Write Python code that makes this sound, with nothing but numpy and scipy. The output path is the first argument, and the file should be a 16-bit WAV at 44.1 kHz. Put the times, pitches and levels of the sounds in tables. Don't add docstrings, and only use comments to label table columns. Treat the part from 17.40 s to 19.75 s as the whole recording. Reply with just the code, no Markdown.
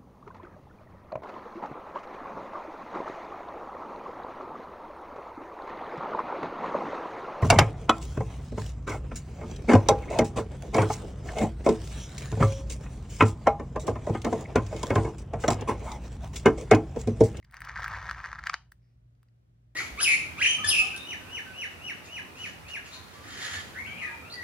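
import sys
import numpy as np
from scipy import signal
from scipy.fft import rfft, irfft
from scipy.io import wavfile
from scipy.ndimage import uniform_filter1d

SR = 44100
rng = np.random.default_rng(int(sys.argv[2]) if len(sys.argv) > 2 else 0)


def store_pcm(level_fs):
    pcm = np.round(np.clip(level_fs, -1, 1) * 32767).astype(np.int16)
    wavfile.write(sys.argv[1], SR, np.atleast_2d(pcm).T)


N = 103635
BAND_LIMIT_HZ = 16600
# (time [s], relative level [dB])
MESH_LEVEL = [(.05, -77), (.11, -67.5), (.16, -48.5), (.2, -55.5), (.29, -42.5), (.33, -46.5), (.37, -42),
              (.47, -41), (.56, -38.5), (.62, -44), (.69, -39.5), (.74, -46), (.78, -40.5), (.82, -48),
              (.85, -39), (.9, -46.5), (1.02, -53.5), (1.09, -47.5), (1.15, -56), (1.2, -69.5),
              (1.29, -85.5)]


def impacts(rows):
    # (frequency ratio [1], relative level [dB])
    housing_modes = [(.55, -17), (1.45, -16)]
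    # (frequency [Hz], relative level [dB])
    gear_modes = [(2350, -2), (3100, -3), (4050, -3), (4750, 1), (5450, -7), (6150, -6)]
    # (frequency [Hz], gain [dB])
    treble_spectrum = [(1900, -29), (2600, -4.5), (6000, -17.5), (7200, -18.5), (11000, -43),
                       (14000, -70.5)]
    # (frequency [Hz], gain [dB])
    fizz_spectrum = [(6500, -41.5), (8000, -8), (13000, -22.5), (15200, -5.5), (16400, -13)]
    housing_band_hz = [650, 2670]
    peak_s, level_db, ring_hz, length_ms, treble_db, fizz_db = np.transpose(rows)[:, :, None]
    offsets = np.arange(1024) - 256
    t = offsets / SR
    draw = rng.standard_normal((len(rows), 24 + 2 * 1024))
    phase, strike_db = 3 * draw[:, :24, None], 2 * draw[:, 4:14, None]
    treble_noise, fizz_noise = draw[:, 24:1048], draw[:, 1048:]

    def envelope(stretch, rise):
        age = t / (stretch * length_ms / 1000)
        return np.where(age < 0, np.exp(-(age / rise) ** 2), np.exp(.5 - np.hypot(age / .41, .5)))

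    def place(pulses):
        samples = np.round(peak_s * SR).astype(int) + offsets
        return np.bincount(samples.ravel(), (amp(level_db) * pulses).ravel(), N + 1024)[:N]

    housing = np.sin(2 * np.pi * ring_hz * t + phase[:, 0])
    for k, (ratio, mode_db) in enumerate(housing_modes):
        housing += amp(mode_db) * np.sin(2 * np.pi * ring_hz * ratio * t + phase[:, 1 + k])
    gears = sum(amp(mode_db + strike_db[:, k]) * np.sin(2 * np.pi * hz * t + phase[:, 14 + k])
                for k, (hz, mode_db) in enumerate(gear_modes))
    housing = place(housing * envelope(stretch=.88, rise=.56))
    gears = place(amp(treble_db - 3) * gears * envelope(stretch=1.2, rise=.5))
    treble = place(amp(treble_db + 12.5) * treble_noise * envelope(stretch=1.2, rise=1))
    fizz = place(amp(fizz_db + 8.5) * fizz_noise * envelope(stretch=1.8, rise=1))
    radiation = signal.butter(4, housing_band_hz, "band", fs=SR, output="sos")
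    return (signal.sosfiltfilt(radiation, housing) + gears
            + colour(treble, treble_spectrum) + colour(fizz, fizz_spectrum))


def rattle():
    # (time [s], level [dB], ring frequency [Hz], time scale [ms], relative treble level [dB],
    # relative level of the faint, very high fizz [dB])
    blows = [(0.0291, -51, 2040, 2.6, -19.5, -37), (0.0455, -57, 2060, 2.3, -22, -13.5),
             (0.0489, -57.5, 1720, 2.8, -5, -21), (0.1004, -57, 2030, 1.5, -38, -42.0),
             (0.1119, -57.5, 1770.0, 0.79, -6, 1), (0.1249, -49.5, 1720.0, 1.3, -13.5, -10.5),
             (0.1375, -37.5, 1610, 1.1, -32.5, -48), (0.1428, -28.5, 1700, 0.66, -20, -25.5),
             (0.15, -45.5, 1620.0, 0.91, -30, -43), (0.1543, -49.5, 1670, 1.5, -18.5, -28.5),
             (0.1691, -34, 1700, 1.33, -13.5, -26.5), (0.2062, -35.5, 1910.0, 1.2, -22, -13),
             (0.2193, -26, 1650, 1.1, -21.5, -25.5), (0.244, -35, 1620.0, 1.2, -36.5, -47.5),
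             (0.2477, -37, 1630.0, 0.5, -11, -29), (0.2508, -36, 1600.0, 1.0, -12, -15.5),
             (0.2689, -32, 1540.0, 0.6, -32.5, -72), (0.2741, -28.5, 1440.0, 1.43, -34.5, -63),
             (0.2907, -27.5, 1730, 0.61, -15.5, -56.5), (0.2956, -26, 1865, 1.3, -23.5, -46),
             (0.3102, -32.5, 1545, 0.8, -41, -49), (0.3593, -31, 2000.0, 1.9, -21, -44.5),
             (0.3639, -27.5, 1550.0, 1.7, -23.5, -52), (0.3725, -27.5, 1720, 1.8, -27.5, -50.5),
             (0.377, -23.5, 1650, 0.62, -22.5, -49), (0.3875, -26.5, 1495, 2.5, -34, -46.5),
             (0.4045, -29.5, 1600.0, 2.6, -23.5, -30), (0.4326, -23, 1690, 1.25, -20, -36.5),
             (0.4444, -21.5, 1420.0, 2.2, -19.5, -32), (0.4495, -21.5, 1730.0, 0.39, -22, -34),
             (0.4622, -23, 1530.0, 2.5, -35.5, -41), (0.481, -21, 1750, 0.75, -26.5, -26.5),
             (0.5476, -26, 1640.0, 1.5, -34, -51), (0.5559, -33.5, 1560, 1, -20, -51.5),
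             (0.5602, -28.5, 1690.0, 0.82, -23, -49), (0.6192, -29.5, 1520.0, 1.4, -30.5, -43),
             (0.6916, -22, 1560, 1.5, -29, -42.5), (0.6969, -25, 1560.0, 1.35, -21, -45.5),
             (0.7123, -18.5, 1480, 1.42, -21, -33), (0.7475, -33, 1660, 1.9, -25, -45.5),
             (0.8026, -30, 1675, 1, -26, -48), (0.8053, -36, 1453, 0.85, -29.5, -53),
             (0.8426, -25.5, 1633, 1.1, -29, -52.5), (0.8489, -27.5, 1467, 1.11, -23.5, -51),
             (0.8546, -31.5, 1620.0, 1.1, -29, -51), (0.8599, -25, 1493, 0.92, -19, -55.5),
             (0.9174, -32, 1640.0, 1.3, -19.5, -43.5), (0.9302, -22, 1461, 1.0, -22.5, -53.5),
             (0.9512, -34, 1590.0, 1, -21.5, -42), (0.9574, -29, 1570.0, 1.2, -27.0, -49.5),
             (0.9867, -34, 1570.0, 1.8, -30.5, -44), (0.99, -28.5, 1692, 1.4, -24, -37),
             (0.9932, -28.5, 1468, 1.2, -22, -44), (1.0392, -27, 1707, 1.27, -17.5, -48.5),
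             (1.0527, -39, 1617, 0.55, -13, -41.5), (1.0585, -39, 1600.0, 0.75, -7.5, -20),
             (1.0617, -29.5, 1610.0, 0.44, -21, -34), (1.0644, -30, 1810.0, 1.7, -24.5, -32),
             (1.0686, -26, 1304, 2, -19, -37.5), (1.0711, -16.5, 1630.0, 1.5, -16.5, -36.5),
             (1.0863, -34.5, 1720.0, 0.9, -22, -42.5), (1.0922, -35.5, 1698, 1, -24, -38.5),
             (1.0968, -21, 1305, 1.43, -14.5, -41), (1.098, -22, 2293, 2.04, -24.5, -43.5),
             (1.0988, -20.5, 1290.0, 1.4, -20, -43.5), (1.1263, -38, 1595, 0.64, -23.5, -47),
             (1.1345, -25, 1460, 1.9, -23, -35.5), (1.1373, -26.5, 1367, 0.8, -16, -38.5),
             (1.142, -15.5, 1569, 1.3, -15.5, -45), (1.1428, -27, 950.0, 0.77, -29.5, -45),
             (1.1481, -35, 1620.0, 1.0, -18.5, -41.5), (1.3208, -42, 1690.0, 1.66, -15.5, -13),
             (1.7527, -87, 1396, 2.4, 4.5, -12), (1.8312, -58.5, 1400, 1, -14, -8.5),
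             (1.8866, -70, 1920, 1.8, -8, -23.5)]
    return impacts(blows)


def tooth_train():
    # (time [s], rate [teeth/s])
    mesh_rate = [(.05, 151), (.3, 217), (.55, 260), (.78, 204), (.95, 150), (1.3, 88)]
    count, first_tooth, jitter_teeth = 400, 20, .12
    timing, force, pitch, treble, fizz, length = np.clip(rng.standard_normal((count, 6)), -2, 2).T
    teeth_passed = np.cumsum(curve(mesh_rate)) / SR
    tooth = first_tooth + np.arange(count) + jitter_teeth * timing
    peak_s = np.interp(tooth, teeth_passed, np.arange(N) / SR)
    level_db = np.interp(peak_s, *np.transpose(MESH_LEVEL), right=-140) + 2.5 + 2.5 * force
    ring_hz, length_ms = 1594 * np.exp(.042 * pitch), .9 * np.exp(.3 * length)
    treble_db, fizz_db = -25 + 1.3 * treble, -68 + 3.5 * fizz
    rows = np.transpose([np.minimum(peak_s, 2), level_db, ring_hz, length_ms, treble_db, fizz_db])
    return impacts(rows)


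def whirr():
    # (frequency [Hz], gain [dB])
    spectrum = [(300, -29.5), (640, -16), (740, -4), (1600, 0), (2150, -7), (2600, -19), (6050, -25),
                (6900, -33), (12600, -63), (15300, -41), (16400, -48.5)]
    t = np.arange(N) / SR
    spinning = (t > MESH_LEVEL[0][0]) & (t < MESH_LEVEL[-1][0])
    mesh_noise = noise(spectrum)
    flutter_db = 4 * drift(250)
    return mesh_noise * amp(curve(MESH_LEVEL) - 4.5 + flutter_db) * spinning


def rub():
    # (time [s], level [dB])
    level = [(1.38, -108), (1.43, -86.5), (1.5, -86.5), (1.6, -106)]
    # (frequency [Hz], gain [dB])
    spectrum = [(1500, -17.5), (1950, 0), (2500, -4), (3200, -20.5), (5250, -3.5), (6200, -18.5)]
    return noise(spectrum) * amp(curve(level))


def bench_rumble():
    # (time [s], level [dB])
    level = [(0, -60), (.18, -60), (.23, -49), (.3, -55), (.39, -45.5), (.79, -47.5), (.83, -53),
             (1.02, -49), (1.25, -65), (1.4, -62), (1.47, -71), (1.59, -59), (1.9, -71.5), (2.1, -63.5),
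             (2.35, -63.5)]
    # (frequency [Hz], gain [dB])
    spectrum = [(25, -30), (45, -5.5), (70, -1), (100, -6.5), (155, -9), (190, -21), (390, -33)]
    note_hz = 55.74 * (1 + .024 * drift(10))
    note = np.sin(2 * np.pi * np.cumsum(note_hz) / SR)
    rumble = unit_rms(noise(spectrum) + amp(2.5) * note)
    return rumble * amp(uniform_filter1d(curve(level), size=1500))


def reflections(direct):
    # (frequency [Hz], gain [dB])
    room_spectrum = [(100, -0.5), (900, 2.5), (1600, -10), (2900, 5), (4400, -2), (17000, -4)]
    bench = signal.fftconvolve(direct, tail(t60=.037, size=3000))[:N]
    room = signal.fftconvolve(colour(direct, room_spectrum), tail(t60=.25, size=SR // 2))[:N]
    return amp(-11.5) * bench + amp(-15.5) * room


def spread(direct):
    # (frequency [Hz], gain [dB])
    side_spectrum = [(200, -15), (380, -4), (700, -10), (1290, -30.5), (2380, -13), (4400, -11), (8120, 5),
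                     (15000, 7.5)]
    side_reflections_db, left_over_right_db = 9, 1.1
    mid = direct + reflections(direct)
    side = -signal.hilbert(direct).imag + amp(side_reflections_db) * reflections(direct)
    side = colour(side, side_spectrum + [(BAND_LIMIT_HZ, 4.0)])
    return np.array([mid + side, mid - side]) * amp([[left_over_right_db / 2], [-left_over_right_db / 2]])


def hum():
    hum_hz, t = 117.6, np.arange(N) / SR
    phase_rad = .45 * drift(11)
    level_db = -62 + 2.8 * drift(4.5)
    return np.sin(2 * np.pi * hum_hz * t + phase_rad) * amp(level_db)


def room_air():
    # (frequency [Hz], gain [dB])
    mid_spectrum = [(82, -17.5), (140, -0.5), (351, -17), (403, -17), (482, -21.5), (589, -19.5),
                    (932, -31), (1480, -29), (16500, -49.5)]
    # (frequency [Hz], gain [dB])
    side_spectrum = [(30, -5.5), (230, -6), (1400, -20.5), (9400, -36), (16500, -40)]
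    mid, side = amp(-74.5) * noise(mid_spectrum), amp(-78) * noise(side_spectrum)
    return np.array([mid + side, mid - side])


def amp(db):
    return 10 ** (np.asarray(db) / 20)


def unit_rms(x):
    return x / np.sqrt(np.mean(x ** 2) + 1e-20)


def curve(points):
    return np.interp(np.arange(N) / SR, *np.transpose(points))


def colour(x, spectrum):
    hz, db = np.transpose(spectrum)
    bin_hz = np.fft.rfftfreq(x.shape[-1], 1 / SR)
    gain_db = np.interp(np.log(bin_hz + 1), np.log(hz + 1), db, -90, -90)
    return irfft(rfft(x) * amp(gain_db), x.shape[-1])


def noise(spectrum):
    return unit_rms(colour(rng.standard_normal(N), spectrum))


def drift(hz):
    return noise([(.4, 0), (hz, 0)])


def tail(t60, size):
    taps = rng.standard_normal(size) * amp(-60 * np.arange(size) / SR / t60)
    taps[:40] = 0
    return taps / np.linalg.norm(taps)


def scene():
    gearbox = rattle() + tooth_train() + whirr() + rub()
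    return spread(gearbox) + bench_rumble() + hum() + room_air()


def record(dry):
    lowpass = signal.firwin(511, BAND_LIMIT_HZ, window=("kaiser", 9), fs=SR)
    return signal.oaconvolve(dry, lowpass[None], "same")


dry = scene()
out = record(dry)
store_pcm(out)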